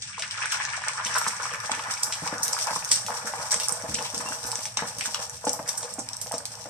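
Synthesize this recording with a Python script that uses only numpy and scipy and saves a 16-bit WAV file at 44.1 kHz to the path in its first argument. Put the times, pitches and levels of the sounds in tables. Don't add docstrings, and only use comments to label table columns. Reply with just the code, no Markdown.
import sys
import numpy as np
from scipy import signal
from scipy.fft import rfft, irfft
from scipy.io import wavfile

SR = 44100
rng = np.random.default_rng(int(sys.argv[2]) if len(sys.argv) > 2 else 0)


def master_out(mix):
    frames = np.transpose(np.atleast_2d(mix))
    ceiling = np.clip(frames, -1, 1)
    pcm = np.round(ceiling * 32767).astype(np.int16)
    wavfile.write(sys.argv[1], SR, pcm)


N = 295199
TIME = np.arange(N) / SR
FREQ = np.arange(N // 2 + 1) * SR / N

# f/Hz, relative spectral level/dB
AIR_SPECTRUM = [(25, -16), (45, -11.5), (75, -5), (118, 8.5), (170, -6.5), (240, -11.5), (400, -37),
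                (900, -40), (3000, -41), (12000, -97)]
# f/Hz, level/dB
HUM_PARTIALS = [(100.3, -69), (201.5, -67)]
# f/Hz, bandwidth/Hz, gain/dB
NOOK_MODES = [(212, 223, 4), (318, 35, 0), (382.5, 105, -13), (481.6, 55, 9), (793, 15, 5.5), (854, 22, 4),
              (1090, 190, -2.5), (1754, 17, 8), (2990, 5840, 3.5), (5620, 1740, 4), (6100, 110, 0.5)]
# t/s, duration/s, f/Hz, level/dB
STEAM_JETS = [(1.06, .012, 2930, -35), (2.54, .025, 4950, -40), (3.6, .025, 2720, -38),
              (4.256, .036, 2735, -35.5)]
# t/s, level/dB, flap f/Hz, puff decay/s
STEAM_POCKETS = [(1.058, -42.5, 195, 0.0088), (1.267, -41.5, 149, 0.011), (1.713, -36.5, 207, 0.0064),
                 (2.326, -31.5, 215, 0.012), (2.705, -52, 220, 0.0076), (2.756, -40, 132, 0.0069),
                 (2.92, -46, 196, .012), (3.098, -42.5, 211, 0.016), (3.391, -43, 149, 0.012),
                 (3.836, -39, 180, 0.0054), (3.889, -34.5, 111, 0.016), (3.927, -39, 105, 0.011),
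                 (3.984, -36, 160, 0.022), (4.197, -39, 214, 0.0094), (4.255, -41.5, 129, 0.013),
                 (4.307, -39, 226, 0.013), (4.822, -34.5, 176, 0.0061), (5.469, -29.5, 246, 0.0056),
                 (5.593, -32.5, 247, 0.0041), (5.983, -32, 217, 0.02), (6.336, -37.5, 189, 0.0083),
                 (6.658, -39.5, 255, 0.013)]
# t/s, level/dB
BUBBLING_LEVEL = [(0, -50), (.15, -41), (.2, -39), (.36, -35.5), (.39, -32), (1.25, -31.5), (2.72, -32),
                  (2.93, -40.5), (3.12, -32), (4.3, -36.5), (4.66, -38), (4.74, -48), (4.82, -31.5),
                  (4.97, -41), (5.2, -39.5), (5.39, -45), (5.55, -41.5), (5.75, -38), (6.1, -48),
                  (6.69, -43)]
# t/s, level/dB, f/Hz, relative gurgle level/dB
LARGE_BUBBLES = [(.181, -32.5, 1030, -5), (.223, -39, 1760, 6), (0.377, -35.5, 1400, 3),
                 (.419, -28.5, 1610, 1.5), (.457, -28.5, 1440, -19), (.527, -30, 1570, -14),
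                 (0.546, -27.5, 1500, -5), (.601, -30.5, 1650, 3), (.652, -33.5, 1720, -19),
                 (.735, -29, 1740, -5), (0.819, -35.5, 970, -15), (0.839, -31, 1580, -10),
                 (0.876, -28.5, 1420, 0.5), (0.981, -28.5, 1400, 0), (1, -29.5, 1010, -5),
                 (1.153, -23, 1400, 0), (1.165, -22.5, 1290, -3.5), (1.216, -27, 1380, -6),
                 (1.266, -23, 1100, -12), (1.4, -30.5, 1320, -1), (1.455, -29, 1180, -5),
                 (1.537, -30.5, 1300, -3), (1.696, -26, 780, -20), (1.716, -33, 1260, 2),
                 (1.796, -31.5, 1090, -5), (2.263, -30, 970, 2), (2.326, -38, 790, -7),
                 (2.533, -32.5, 1070, -1), (2.567, -34, 1150, 2), (2.705, -36, 833, 6.5),
                 (2.761, -28.5, 1080, -3), (3.084, -32, 920, 5.5), (3.106, -30, 1070, -6),
                 (3.273, -31.5, 1430, -4), (3.337, -29.5, 870, -7.5), (3.524, -38, 1690, 8.5),
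                 (3.693, -32, 1230, -3), (3.843, -35.5, 716, 1), (3.861, -37, 940, -14),
                 (4.008, -33, 830, -3), (4.208, -30, 960, -5), (4.26, -35, 980, -5), (4.287, -34, 970, -6),
                 (4.323, -31.5, 1440, -17), (4.53, -33.5, 960, -8), (4.772, -30.5, 1030, -26),
                 (4.792, -30.5, 1580, -2.5), (4.823, -29, 795, -3.5), (5.009, -32.5, 2200, -4),
                 (5.056, -33.5, 1460, -9), (5.146, -32, 1330, -5), (5.216, -43, 870, -10),
                 (5.442, -32.5, 670, -22), (5.469, -21, 720, -6.5), (5.538, -36, 800, -13),
                 (5.592, -32, 895, -2), (5.692, -43, 1170, -2), (5.742, -32, 870, -14),
                 (5.828, -38.5, 650, 4), (5.982, -37.5, 734, 0), (6.262, -35.5, 715, -5),
                 (6.313, -34.5, 884, 4), (6.34, -29, 706, -7), (6.656, -38, 725, -7)]
# t/s, level/dB
SIZZLE_LEVEL = [(0, -38.5), (.15, -45), (.24, -41.5), (.52, -34), (.66, -39.5), (1.2, -33.5), (1.45, -38),
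                (2.3, -39), (2.65, -34), (3.45, -39), (3.85, -37), (4.68, -37.5), (4.735, -48), (4.8, -39),
                (4.92, -40), (4.96, -46), (5.01, -38.5), (5.35, -44.5), (5.75, -43), (6.05, -48),
                (6.3, -42.5), (6.43, -55.5), (6.53, -42)]
# t/s, level/dB, brightness/dB, body near 2.5 kHz/dB, sputter/dB, attack time/s
LARGE_DROPS = [(0.022, -41.5, -24, 11.5, 4, 0.0019), (0.196, -36, -13, 9, -1, 0.0041),
               (0.224, -37, -8, 20.5, -2.5, 0.002), (.311, -39, -7, 15.5, -1, 0.0012),
               (.458, -34.5, -8, 0, -5, .0005), (0.523, -29.5, 0, 11, -2.5, 0.0035),
               (.652, -34.5, -14, 6, -13, 0.00059), (0.884, -28.5, -7, 4, -14, 0.00094),
               (1.067, -35, 3, 16, -13, 0.0075), (1.143, -33, -14, 3, -6, .0005),
               (1.158, -30.5, -4, 4, -1, 0.0023), (1.184, -29.5, 10.5, -5, -18, 0.0017),
               (1.214, -38.5, -15.0, 7.0, -15.0, 0.0005), (1.283, -26.5, 2, -2, -16, 0.0074),
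               (1.538, -39, 0, -4, 0, 0.0054), (1.718, -30, -6, 13.5, -12, 0.0028),
               (1.911, -33, 2, 2, 3, .002), (1.939, -33.5, -5, -2, -7, .001),
               (2.034, -21, 5.5, -13, -7, 0.0023), (2.125, -32.5, -18, 11, 2.5, 0.002),
               (2.276, -33, -23, 4, -17, 0.0034), (2.433, -23.5, 9, -16, -1.5, 0.0025),
               (2.481, -30, 10, -5, -11, 0.001), (2.532, -26.5, -5, -7, -7, 0.00087),
               (2.589, -31, 2, 3, -4, .001), (2.709, -36, 3, 6, -8, 0.001),
               (2.848, -32.5, 3, -2, -5, 0.00037), (2.917, -15, -3, -3, -2.5, 0.0022),
               (2.961, -26, -6, 0, -5, .002), (3.065, -39, 11, 11, 0.5, 0.001),
               (3.274, -33.5, 0, -7, -2, 0.006), (3.509, -25.5, -3, -11, -9, 0.00034),
               (3.519, -21, -5, -5, -2, 0.0045), (3.543, -23.5, -15.0, -4, -12, 0.00064),
               (3.6, -35, 6, 8, 5.5, 0.0022), (3.635, -32, 2, 4, 2, 0.0023),
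               (3.685, -23, 5, -25, -15, .0006), (3.724, -27.5, -2, -30, -15, 0.00099),
               (3.945, -28, -12, 1, -8, 0.0026), (3.954, -37.5, -11, 19.5, -12, 0.0004),
               (3.989, -46.5, -7, 27.5, -15.0, 0.0029), (4.048, -43.5, -1, 17, 7, 0.0013),
               (4.146, -35.5, -1, 2, 3, 0.0016), (4.179, -32, -3, -15, -12, 0.0008),
               (4.349, -43, 10, -6, -17, 0.00035), (4.465, -37.5, 6, -18, 8, .0006),
               (4.517, -34, 3.0, 1, -3, 0.00042), (4.556, -33.5, -19, 4, -7, 0.00023),
               (4.655, -35, 0, 8, -1, 0.00083), (4.772, -29.5, -8, 12.5, -2, 0.0015),
               (4.986, -35.5, 3, -1, 1, 0.0022), (5.01, -36, -7, 16, -4, 0.00065),
               (5.059, -27.5, 0, 2, -4.5, 0.0016), (5.146, -33.5, 0, 14, -2, 0.0016),
               (5.297, -36, 3, -20, -20, .0005), (5.453, -31, -2, -30, -6, 0.0027),
               (5.48, -31, -8, 5.5, -10, 0.024), (5.494, -23, -4, -19, -11, 0.00055),
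               (5.532, -30.5, 9.0, -8.0, -9, 0.00056), (5.678, -36, 1, -15, -4, 0.0014),
               (5.692, -27, 4, -3, -6, 0.0058), (5.78, -26.5, 3, -37, -8, 0.0048),
               (5.831, -35, -19, 1, 0, 0.0043), (5.939, -37, 2, -23, -15, 0.0004),
               (5.994, -32, -8, -21, -2, 0.0033), (6.089, -34.5, -3, -1, -17, 0.00093),
               (6.133, -38.5, -9, 1, -17, 0.0011), (6.168, -40.5, 6, -10, -18, 0.00047),
               (6.216, -32, 7, -11, -1.5, 0.0018), (6.27, -40, 3, -3, -12, .0005),
               (6.32, -29, 0, -12, -11, 0.00054), (6.342, -35, -15.0, -3, 1, 0.0034),
               (6.382, -31.5, -2, -14, -22, 0.0007), (6.455, -33, 1, -0.5, -5.5, 0.00069)]

PORT_GAP_M, SOUND_M_PER_S = .13, 343
HEATING_S, SETTING_S = .67, 2.08
RUNNY_HZ, SET_HZ, FROTH_HZ = 1880, 778, 2390
SNAP_S, CRACK_S, TEAR_S = .00028, .0013, .0026
SUDDEN_S = .0015
GURGLE_S = .022
SKIN_FORMS_S = .98


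def undb(db):
    return 10 ** (np.asarray(db) / 20)


def unit(x):
    return x / np.sqrt(np.mean(x ** 2))


def burst(x, db):
    return x * undb(db) * np.sqrt(.008 * SR / np.sum(x ** 2))


def curve(rows):
    return np.interp(TIME, *np.transpose(rows))


def shape(x, gain):
    return irfft(rfft(x) * gain, N)


def high_pass(x, hz, order):
    return signal.sosfilt(signal.butter(order, min(hz, .45 * SR), "high", fs=SR, output="sos"), x)


def low_pass(x, hz, order):
    return signal.sosfilt(signal.butter(order, min(hz, .45 * SR), fs=SR, output="sos"), x)


def add(out, s, sound):
    start = min(max(int(s * SR), 0), N)
    out[..., start:start + sound.shape[-1]] += sound[..., :N - start]


def surge(hz):
    return unit(shape(rng.standard_normal(N), 1 / (1 + (FREQ / hz) ** 4)))


def scatter(rate, activity, spread_db=3):
    count = int(rate * N / SR)
    when = (np.arange(count) + rng.random(count)) / rate
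    size, deviation = rng.standard_normal((count, 2)).T
    return zip(when, np.interp(when, *np.transpose(activity)) + spread_db * size, deviation)


def spot(x, wall_db, echoes=24):
    response = np.zeros((2, SR // 50))
    max_lag = int(PORT_GAP_M / SOUND_M_PER_S * SR)
    delay = rng.uniform(.0004, .014, echoes)
    size = rng.standard_normal(echoes) * np.exp(-delay / .01)
    size *= undb(wall_db) / np.sqrt(np.sum(size ** 2))
    arrival = (delay * SR).astype(int) + max_lag
    response[0, arrival + (max_lag * rng.uniform(-1, 1, echoes)).astype(int)] = size
    response[1, arrival] = size
    response[0, int(max_lag * (.5 + rng.random()))] += 1
    response[1, max_lag] += 1
    return signal.oaconvolve(x[None], response, axes=1)[:, max_lag:max_lag + len(x)]


def kitchen(x, room_db, t60):
    t = np.arange(SR // 2) / SR
    tail = rng.standard_normal((2, len(t))) * np.exp(-np.log(1000) * t / t60) * (1 - np.exp(-t / .00041))
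    tail *= undb(room_db) / np.sqrt(np.sum(tail ** 2, axis=1, keepdims=True))
    one, other = signal.fftconvolve(x, tail, axes=1)[:, :N]
    coherence = np.sinc(2 * FREQ * PORT_GAP_M / SOUND_M_PER_S)
    mid = shape(one, np.sqrt((1 + coherence) / 2))
    side = shape(other, np.sqrt((1 - coherence) / 2))
    return x + np.array([mid + side, mid - side])


def air_rumble():
    hz, db = np.transpose(AIR_SPECTRUM)
    spectrum = undb(np.interp(np.log(FREQ + 1), np.log(hz), db))
    mid, side = shape(rng.standard_normal((2, N)), spectrum)
    side = shape(side, np.clip(FREQ / 1000, .2, 1))
    return unit(np.array([mid + side, mid - side])) * undb(-54)


def appliance_hum():
    waver = .5 * surge(hz=3)
    return sum(undb(db) * np.sqrt(2) * np.sin(2 * np.pi * hz * TIME + waver) for hz, db in HUM_PARTIALS)


def squeaks():
    out = np.zeros((2, N))
    for s, length, hz, db in STEAM_JETS:
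        age = np.linspace(0, 1, int(length * SR))
        tone = np.sin(2 * np.pi * np.cumsum(hz * (1 + .035 * (age - .5))) / SR)
        add(out, s, spot(tone * np.sin(np.pi * age) * undb(db), wall_db=-4))
    return out


def bubble(t, hz, cycles, glide):
    age = t * hz / cycles
    swing = np.sin(2 * np.pi * hz * t * (1 + glide * np.minimum(age, 1))) * np.exp(-np.log(1000) * age)
    return np.diff(swing * (1 - np.exp(-t * hz / .5)), prepend=0)


def small_pockets():
    return [(s, db - 5.5 - 20 * np.exp(-s / SETTING_S), 190 * 2 ** (.42 * deviation), .01)
            for s, db, deviation in scatter(rate=7, activity=BUBBLING_LEVEL) if s > SKIN_FORMS_S]


def thuds():
    out, t = np.zeros((2, N)), np.arange(SR // 8) / SR
    for s, db, hz, decay_s in list(STEAM_POCKETS) + small_pockets():
        flap = burst(low_pass(bubble(t, hz, cycles=4, glide=.1), hz=600, order=2), db - 2)
        steam = rng.standard_normal(len(t)) * np.exp(-t / decay_s)
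        puff = burst(low_pass(high_pass(steam, hz=.7 * hz, order=2), hz=3.18 * hz, order=3), db + 1.2)
        add(out, s, spot(flap + puff, wall_db=-7))
    return out


def bubble_pitch(s):
    return SET_HZ + (RUNNY_HZ - SET_HZ) * np.exp(-s / SETTING_S)


def simmer(level_db, pitch, rate, spread_db, octaves, cycles, count):
    spots, t = np.zeros((count, N)), np.arange(SR // 50) / SR
    draws = np.hstack([rng.random((6000, 2)), rng.standard_normal((6000, 2))])
    for k, (when, size, detune, wetness) in enumerate(draws[:int(rate * N / SR)]):
        s = when * N / SR
        ring = bubble(t, pitch(s) * 2 ** (octaves * detune), cycles * np.exp(.5 * wetness), glide=.12)
        add(spots[k % count], s, burst(ring, -spread_db * np.log(max(size, .04))))
    sound = low_pass(sum(spot(x, wall_db=3.5) for x in spots), hz=2820, order=2)
    return unit(high_pass(sound, hz=520, order=3)) * undb(level_db)


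def plops(followers=4):
    out, t = np.zeros((2, N)), np.arange(SR // 20) / SR
    lead_s = .008
    since, before = np.maximum(t - lead_s, 0), np.maximum(lead_s - t, 0)
    for s, db, hz, gurgle_db in LARGE_BUBBLES:
        swell_s = (.15 + 1.4 * np.exp(-s / SETTING_S)) / hz
        envelope = np.exp(-before / swell_s - since * hz / 1.15)
        ring = np.sin(2 * np.pi * hz * (t - lead_s) * (1 + 5 * since)) * envelope
        tear = rng.standard_normal(len(t)) * (t > lead_s) * np.exp(-since / TEAR_S)
        pop = burst(ring, db) + burst(low_pass(tear, hz=1.98 * hz, order=2), db - 6.5)
        muffled = high_pass(low_pass(pop, hz=hz + 1300, order=3), hz=.48 * hz, order=3)
        add(out, s - lead_s, spot(muffled, wall_db=-6))
        for k, (late, detune) in enumerate(zip(rng.random(followers), rng.standard_normal(followers))):
            own_hz = hz * 2 ** (.3 * detune - .1)
            lesser = low_pass(bubble(t, own_hz, cycles=13, glide=.1), hz=1.8 * own_hz, order=2)
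            gurgle = burst(lesser, db + gurgle_db) / np.sqrt(followers)
            add(out, s + GURGLE_S * (k + late) / followers, spot(gurgle, wall_db=-6))
    return out


def cold_db(s):
    return -60 * np.exp(-s / HEATING_S)


def crackle(rate, spread_db, wall_db, count):
    sizes = undb(spread_db * np.minimum(rng.exponential(size=N), 5)) * rng.choice([-1, 1], N)
    clicks = sizes * (rng.random(N) < rate / SR)
    where = rng.integers(0, count, N)
    return unit(sum(spot(clicks * (where == k), wall_db) for k in range(count)))


def ticks(sizzle_db):
    clicks = high_pass(crackle(rate=120, spread_db=-1, wall_db=-1, count=5), hz=4660, order=3)
    return clicks * undb(sizzle_db - 18 + .5 * cold_db(TIME))


def sizzle(sizzle_db):
    clicks = crackle(rate=3500, spread_db=4, wall_db=0, count=8)
    top = 1 / (1 + (10000 / (FREQ + 1)) ** 16)
    body = shape(high_pass(clicks, hz=1400, order=2), 1 - top) * undb(sizzle_db - 12)
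    spray = shape(clicks, top) * undb(sizzle_db - 10 + cold_db(TIME))
    return body + spray


def small_drops():
    return [(s, db - 5, cold_db(s) + 3 * deviation, 0, -6, .00084)
            for s, db, deviation in scatter(rate=20, activity=SIZZLE_LEVEL)]


def spits():
    out, t = np.zeros((2, N)), np.arange(SR // 6) / SR
    hz = np.fft.rfftfreq(len(t), 1 / SR)
    body_band = np.exp(-(np.log2((hz + 1) / 2500) / .8) ** 2)
    bright_band = np.clip((hz - 8500) / 2500, 0, 1)
    lead_s = .012
    since, before = np.maximum(t - lead_s, 0), np.maximum(lead_s - t, 0)
    for s, db, bright_db, body_db, sputter_db, attack_s in list(LARGE_DROPS) + small_drops():
        crack, spray = rng.standard_normal((2, len(t))) * undb(4 * rng.standard_normal((2, len(t))))
        snap = burst(rng.standard_normal(len(t)) * np.exp(-(before + since) / SNAP_S), db - 5)
        crack = burst(crack * np.exp(-before / attack_s - since / (.5 * (CRACK_S + attack_s))), db - 5)
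        spray = burst(spray * (1 - np.exp(-since / .004)) * np.exp(-since / .018), db + sputter_db - 6.5)
        snap_share = 1 / (1 + (attack_s / SUDDEN_S) ** 2)
        rupture = np.sqrt(snap_share) * snap + np.sqrt(1 - snap_share) * crack
        spit = high_pass(rupture + spray, hz=1950, order=1)
        colour = undb(bright_db * bright_band + body_db * body_band)
        add(out, s - lead_s, spot(irfft(rfft(spit) * colour, len(t)), wall_db=-6))
    return out


def scene():
    surges_db = 3.5 * surge(hz=14.5)
    clusters_db = -.84 * surge(hz=47.4)
    sizzle_db = curve(SIZZLE_LEVEL) + surges_db + clusters_db
    bubbling_db = curve(BUBBLING_LEVEL) + 2 * surge(hz=14.5)
    oil = kitchen(sizzle(sizzle_db) + ticks(sizzle_db) + spits(), room_db=-6, t60=.35)
    bubbles = simmer(bubbling_db - 4.2, bubble_pitch, rate=420, spread_db=2.8,
                     octaves=.5, cycles=8, count=12)
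    froth = simmer(-61, lambda s: FROTH_HZ, rate=450, spread_db=2.5, octaves=.35, cycles=16, count=6)
    egg = kitchen(bubbles + froth + plops() + thuds() + squeaks(), room_db=-4, t60=.31)
    nook_db = sum(db / (1 + 2j * (FREQ - hz) / width) for hz, width, db in NOOK_MODES)
    background = (air_rumble() + appliance_hum()) * undb([[-1.2], [1.2]])
    return shape(oil + undb(-4.5) * egg, undb(nook_db)) + background


def port(x, hz, q, leak):
    resonance = 1 / (1 - (FREQ / hz) ** 2 + 1j * FREQ / (hz * q))
    return shape(x, resonance - leak * (FREQ / SR * 2) ** 2)


def record(dry):
    left = port(dry[0], hz=5700, q=7, leak=.6)
    right = port(dry[1], hz=8250, q=9.5, leak=.05)
    rounded = .7 * np.tanh(np.array([left, right]) / .7)
    return signal.sosfilt(signal.ellip(10, .2, 70, 14250, fs=SR, output="sos"), rounded)


dry = scene()
out = record(dry)
master_out(out)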